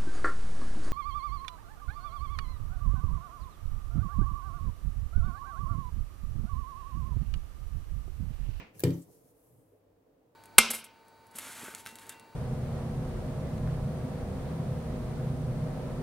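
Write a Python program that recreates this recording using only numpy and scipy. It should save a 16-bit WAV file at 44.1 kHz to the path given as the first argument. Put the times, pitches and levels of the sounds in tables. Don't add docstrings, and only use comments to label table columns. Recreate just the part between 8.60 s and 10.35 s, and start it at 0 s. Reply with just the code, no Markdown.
import sys
import numpy as np
from scipy import signal
from scipy.fft import rfft, irfft, next_fast_len
from scipy.io import wavfile
from scipy.ndimage import uniform_filter1d

SR = 44100
rng = np.random.default_rng(int(sys.argv[2]) if len(sys.argv) > 2 else 0)


def to_wav(sig):
    pcm = np.clip(np.atleast_2d(sig), -1, 1) * 32767
    pcm = np.round(pcm).astype(np.int16)
    wavfile.write(sys.argv[1], SR, pcm.T)


N = 77175
T = np.arange(N) / SR


def amp(db):
    return 10 ** (np.asarray(db) / 20)


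def unit_rms(x):
    return x / np.sqrt(np.mean(x ** 2) + 1e-20)


def curve(points, hz):
    freqs, values = np.transpose(points)
    return np.interp(np.log(hz + 1), np.log(freqs + 1), values)


def envelope(points):
    return amp(np.interp(T, *np.transpose(points)))


def humps(rows):
    return sum(amp(db) * np.exp(-((T - s) / sigma_s) ** 2 / 2) for s, db, sigma_s in rows)


def since(start_s):
    return np.maximum(T - start_s, 0)


def rise(start_s, attack_s):
    return 1 - np.exp(-since(start_s) / attack_s)


def decay(hold_until_s, t60_s):
    return np.exp(-np.log(1000) * since(hold_until_s) / t60_s)


def ring(modes, start_s):
    return sum((-1) ** (k + 1) * amp(db) * decay(start_s, t60_s) * np.sin(2 * np.pi * hz * since(start_s))
               for k, (hz, db, t60_s) in enumerate(modes))


def filtered(x, response):
    size = next_fast_len(N + SR // 2)
    hz = np.fft.rfftfreq(size, 1 / SR)
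    return irfft(rfft(x, size) * response(hz), size)[..., :N]


# freq_hz, correlation
ROOM_COHERENCE = [(50, .65), (180, 1), (550, 0.35), (1600, 0.037), (15000, 0.074)]
# freq_hz, correlation
DESK_COHERENCE = [(100, 1), (300, .3), (600, 0.11), (1500, .3)]
def noise(spectrum, coherence=ROOM_COHERENCE):
    def mid_side_gains(hz):
        angle = np.arccos(np.clip(curve(coherence, hz), -1, 1)) / 2
        return amp(curve(spectrum, hz)) * [np.cos(angle), np.sin(angle)]
    mid, side = filtered(rng.standard_normal((2, N)), mid_side_gains)
    return unit_rms(np.array([mid + side, mid - side]))


# freq_hz, gain_db
FADING_SPECTRUM = [(25, -3), (50, -0.5), (290, 0), (420, -5.5), (900, -6), (1400, -10), (2400, -4.5),
                   (3500, -16.5), (6000, -26), (8500, -38), (15000, -46.5)]
FADING_DB, FADING_T60_S = -45.5, 0.35
def fading_noise():
    return amp(FADING_DB) * noise(FADING_SPECTRUM) * decay(0, FADING_T60_S)


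# freq_hz, gain_db
RUSH_SPECTRUM = [(20, -26.5), (50, -7.5), (75, -12), (100, -8.5), (130, -9.5), (185, -9), (220, -18.5),
                 (270, -3), (330, -5), (380, -11.5), (450, -2.5), (600, -10), (850, -17), (1500, -27),
                 (3000, -34.5), (5000, -38), (10000, -40), (15500, -35)]
# time_s, level_db
RUSH_ENVELOPE = [(0, -63), (1.1, -67.5), (1.75, -67.5)]
# freq_hz, gain_db
SWELL_SPECTRUM = [(200, -22.5), (300, -11), (450, 5), (600, -3), (900, -30), (3000, -44)]
# peak_s, level_db, sigma_s
RUSH_SWELLS = [(.53, -65.5, 0.033), (.65, -71, 0.026), (1.15, -66, 0.022), (1.28, -69, 0.024),
               (1.485, -69, 0.02)]
def rush():
    steady = noise(RUSH_SPECTRUM) * envelope(RUSH_ENVELOPE)
    return steady + noise(SWELL_SPECTRUM) * humps(RUSH_SWELLS)


# time_s, level_db
GLIDE_ENVELOPE = [(.12, -103), (.148, -67.5), (.205, -57.5), (.232, -59.5), (.25, -51.5), (.3, -65),
                  (.39, -63), (.435, -64), (.463, -73), (.53, -65.5), (.618, -72), (.705, -69),
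                  (.738, -77.5), (.765, -73), (.87, -70.5), (1.0, -76), (1.17, -83), (1.3, -105)]
# freq_hz, gain_db
FAST_SPECTRUM = [(500, -29.5), (2500, -19), (4500, -5.5), (6000, -0.5), (8000, -1), (12000, 2),
                 (15500, -4.5)]
# freq_hz, gain_db
SLOW_SPECTRUM = [(500, -14), (4000, -18.5), (7000, -9), (9000, -4), (12000, -0.5), (15500, -7.5)]
SLOWING_START_S, SLOWING_END_S = 0.38, 0.81
def glide():
    slowed = np.interp(T, (SLOWING_START_S, SLOWING_END_S), (0, 1))
    hiss = np.sqrt(1 - slowed) * noise(FAST_SPECTRUM) + np.sqrt(slowed) * noise(SLOW_SPECTRUM)
    return hiss * envelope(GLIDE_ENVELOPE)


GRAIN_RMS_DB, CLOTH_LEFT_DB = 0.8, 0.5
def cloth_grain(friction):
    flicker = unit_rms(uniform_filter1d(rng.standard_normal(N), size=120))
    pan = amp(np.array([[CLOTH_LEFT_DB], [-CLOTH_LEFT_DB]]) / 2)
    return friction * amp(GRAIN_RMS_DB * flicker) * pan


# freq_hz, gain_db
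SKIN_SPECTRUM = [(500, -12.5), (1500, -11.5), (2700, -4), (3400, -20), (8000, -24.5)]
# time_s, level_db
BRUSH_ENVELOPE = [(.125, -88), (.15, -67), (.19, -73), (.22, -62), (.25, -100)]
def hand_brush():
    return noise(SKIN_SPECTRUM) * envelope(BRUSH_ENVELOPE)


# freq_hz, gain_db
BUMP_SPECTRUM = [(30, -30), (80, -16), (115, 2.5), (165, -3), (220, -15.5), (450, -10.5), (900, -27.5),
                 (3000, -70)]
# peak_s, level_db, sigma_s
MAT_BUMPS = [(0.163, -57.5, 0.013), (.216, -53.5, 0.023), (.492, -54.5, 0.017), (.57, -70, 0.022),
             (.66, -67, 0.044), (0.945, -64.5, 0.044), (1.025, -69, 0.029)]
def bumps():
    return noise(BUMP_SPECTRUM, DESK_COHERENCE) * humps(MAT_BUMPS)


def chatter(hits, spectrum, t60_s):
    bursts = sum(amp(db) * rise(s, attack_s=0.0002) * decay(s + hold_s, t60_s) for s, db, hold_s in hits)
    return noise(spectrum) * bursts


# start_s, level_db, hold_s
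NAIL_HITS = [(0.195, -36.5, .0011), (0.2029, -35.5, 0.0026)]
# freq_hz, gain_db
TICK_SPECTRUM = [(800, -32.5), (1400, -27), (2000, -27.5), (4300, -15.5), (5200, -23), (6200, -14.5),
                 (10200, -15), (11600, 4.5), (13000, -11.5), (15000, -1), (16500, -9.5)]
NAIL_HZ, NAIL_GAIN_DB, NAIL_T60_S = 1672, -19.5, 0.055
def nail_ticks():
    note = sum(amp(db) * ring([(NAIL_HZ, NAIL_GAIN_DB, NAIL_T60_S)], s) for s, db, _ in NAIL_HITS)
    return chatter(NAIL_HITS, TICK_SPECTRUM, t60_s=0.014), note


# start_s, level_db, hold_s
CLACK_HITS = [(0.2362, -30.5, 0.0032), (0.2477, -48.5, .0012), (0.305, -48.5, 0.0016)]
# freq_hz, gain_db
CLACK_SPECTRUM = [(300, -16), (800, -2), (1400, -10.5), (2400, -5), (3400, -5.5), (5200, -2), (6700, -7),
                  (7600, 0), (9800, -8), (11500, -0.5), (13000, -8), (14500, -6), (16500, -19)]
# pitch_hz, gain_db, t60_s
SHELL_MODES = [(1900, -17.5, 0.23), (2385, -1, .075), (2800, -17, 0.13), (3960, -11, .056),
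               (5040, -5, .026)]
SHELL_GAIN_DB = -6
def mouse_clacks():
    shell = sum(amp(db + SHELL_GAIN_DB) * ring(SHELL_MODES, s) for s, db, _ in CLACK_HITS)
    return chatter(CLACK_HITS, CLACK_SPECTRUM, t60_s=0.018), shell


KNOCK_S, SHOVE_HZ, SHOVE_DB, SHOVE_RISE_S = 0.2362, 377, -16, 0.0015
def desk_shove():
    age = since(KNOCK_S) / SHOVE_RISE_S
    pulse = age * np.exp(1 - age)
    return -amp(SHOVE_DB) * pulse * np.sin(2 * np.pi * SHOVE_HZ * since(KNOCK_S))


# pitch_hz, gain_db, t60_s
DESK_MODES = [(101.2, 5.7, 0.26), (132, 10, 0.28), (168.5, 5.5, 0.44), (264.1, -2.4, 0.4), (273.1, -4, .48),
              (312, -13.5, 1), (343, -4, 0.37), (410.7, 5, .18), (422.3, -7.5, 0.31), (462.3, -8, 0.32),
              (489, 4.9, 0.15), (563, -15.5, .38), (680, -16.5, 0.14)]
# freq_hz, gain_db
DENSE_SPECTRUM = [(30, -26.5), (60, -8), (110, -4.5), (210, -3.5), (300, 6.5), (500, -4), (750, -18),
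                  (1200, -23), (3000, -61.5)]
# freq_hz, left_over_right_db
DESK_BALANCE = [(60, 1.5), (140, 3), (280, 1), (500, 0.5)]
MODES_GAIN_DB, DENSE_DB, DENSE_T60_S = -25.5, -32.5, 0.51
SETTLE_START_S, SETTLE_T60_S, LEFT_LEAD_S = 0.39, 0.31, 0.0001
def desk_boom():
    def placement(hz):
        log_ratio = np.log(amp(curve(DESK_BALANCE, hz))) + 2j * np.pi * hz * LEFT_LEAD_S
        return np.exp(np.outer([0.5, -0.5], log_ratio))
    modes = amp(MODES_GAIN_DB) * ring(DESK_MODES, KNOCK_S)
    dense = amp(DENSE_DB) * noise(DENSE_SPECTRUM, DESK_COHERENCE) * decay(KNOCK_S, DENSE_T60_S)
    swell = rise(KNOCK_S, attack_s=0.022) * decay(SETTLE_START_S, SETTLE_T60_S)
    return filtered(swell * (modes + dense), placement)


# peak_s, level_db, sigma_s, pitch_hz
WEAVE_CATCHES = [(.34, -63.5, 0.011, 6200), (0.426, -62.5, 0.0071, 8000), (0.997, -81, 0.026, 8750)]
SCRAPE_Q = 8
def scrapes():
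    def band(pitch_hz):
        white = rng.standard_normal((2, N))
        return unit_rms(filtered(white, lambda hz: 1 / (1 + (SCRAPE_Q * (hz / pitch_hz - 1)) ** 2)))
    return sum(band(hz) * humps([(s, db, sigma_s)]) for s, db, sigma_s, hz in WEAVE_CATCHES)


# time_s, level_db
HUM_ENVELOPE = [(0, -94), (1.0, -82), (1.11, -74.5), (1.3, -73.5), (1.45, -83.5), (1.56, -94)]
HUM_HZ = 101
def hum():
    return np.sqrt(2) * np.sin(2 * np.pi * HUM_HZ * T) * envelope(HUM_ENVELOPE)


# freq_hz, gain_db
TAIL_SPECTRUM = [(300, -4.5), (1000, 4), (2500, -1.5), (5000, -9.5), (10000, -22), (16000, -13)]
# freq_hz, t60_s
TAIL_DECAY = [(500, 0.19), (2500, 0.34), (6000, 0.31), (15000, 0.62)]
REVERB_DB, TICK_SEND_DB = -3.5, -2.5
def reverb(x):
    hz, t, bands = signal.stft(rng.standard_normal((2, SR // 2)), SR, nperseg=256)
    colour = amp(curve(TAIL_SPECTRUM, hz))[:, None]
    fade = np.exp(-np.log(1000) * t / curve(TAIL_DECAY, hz)[:, None])
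    tail = signal.istft(bands * colour * fade, SR, nperseg=256)[1]
    tail /= np.linalg.norm(tail[0])
    return amp(REVERB_DB) * signal.fftconvolve(x, tail, axes=1)[:, :N]


def scene():
    background = fading_noise() + rush() + hum()
    handling = cloth_grain(glide() + scrapes()) + hand_brush() + bumps()
    ticks, nail_note = nail_ticks()
    clacks, shell = mouse_clacks()
    mouse = ticks + nail_note + clacks + shell + reverb(amp(TICK_SEND_DB) * ticks + clacks)
    return background + handling + mouse + desk_shove() + desk_boom()


LOW_CUT_HZ, BAND_LIMIT_HZ = 13, 16100
def record(dry):
    thinned = signal.sosfilt(signal.butter(2, LOW_CUT_HZ, "highpass", fs=SR, output="sos"), dry)
    return filtered(thinned, lambda hz: 1 / (1 + (hz / BAND_LIMIT_HZ) ** 120))


dry = scene()
out = record(dry)
to_wav(out)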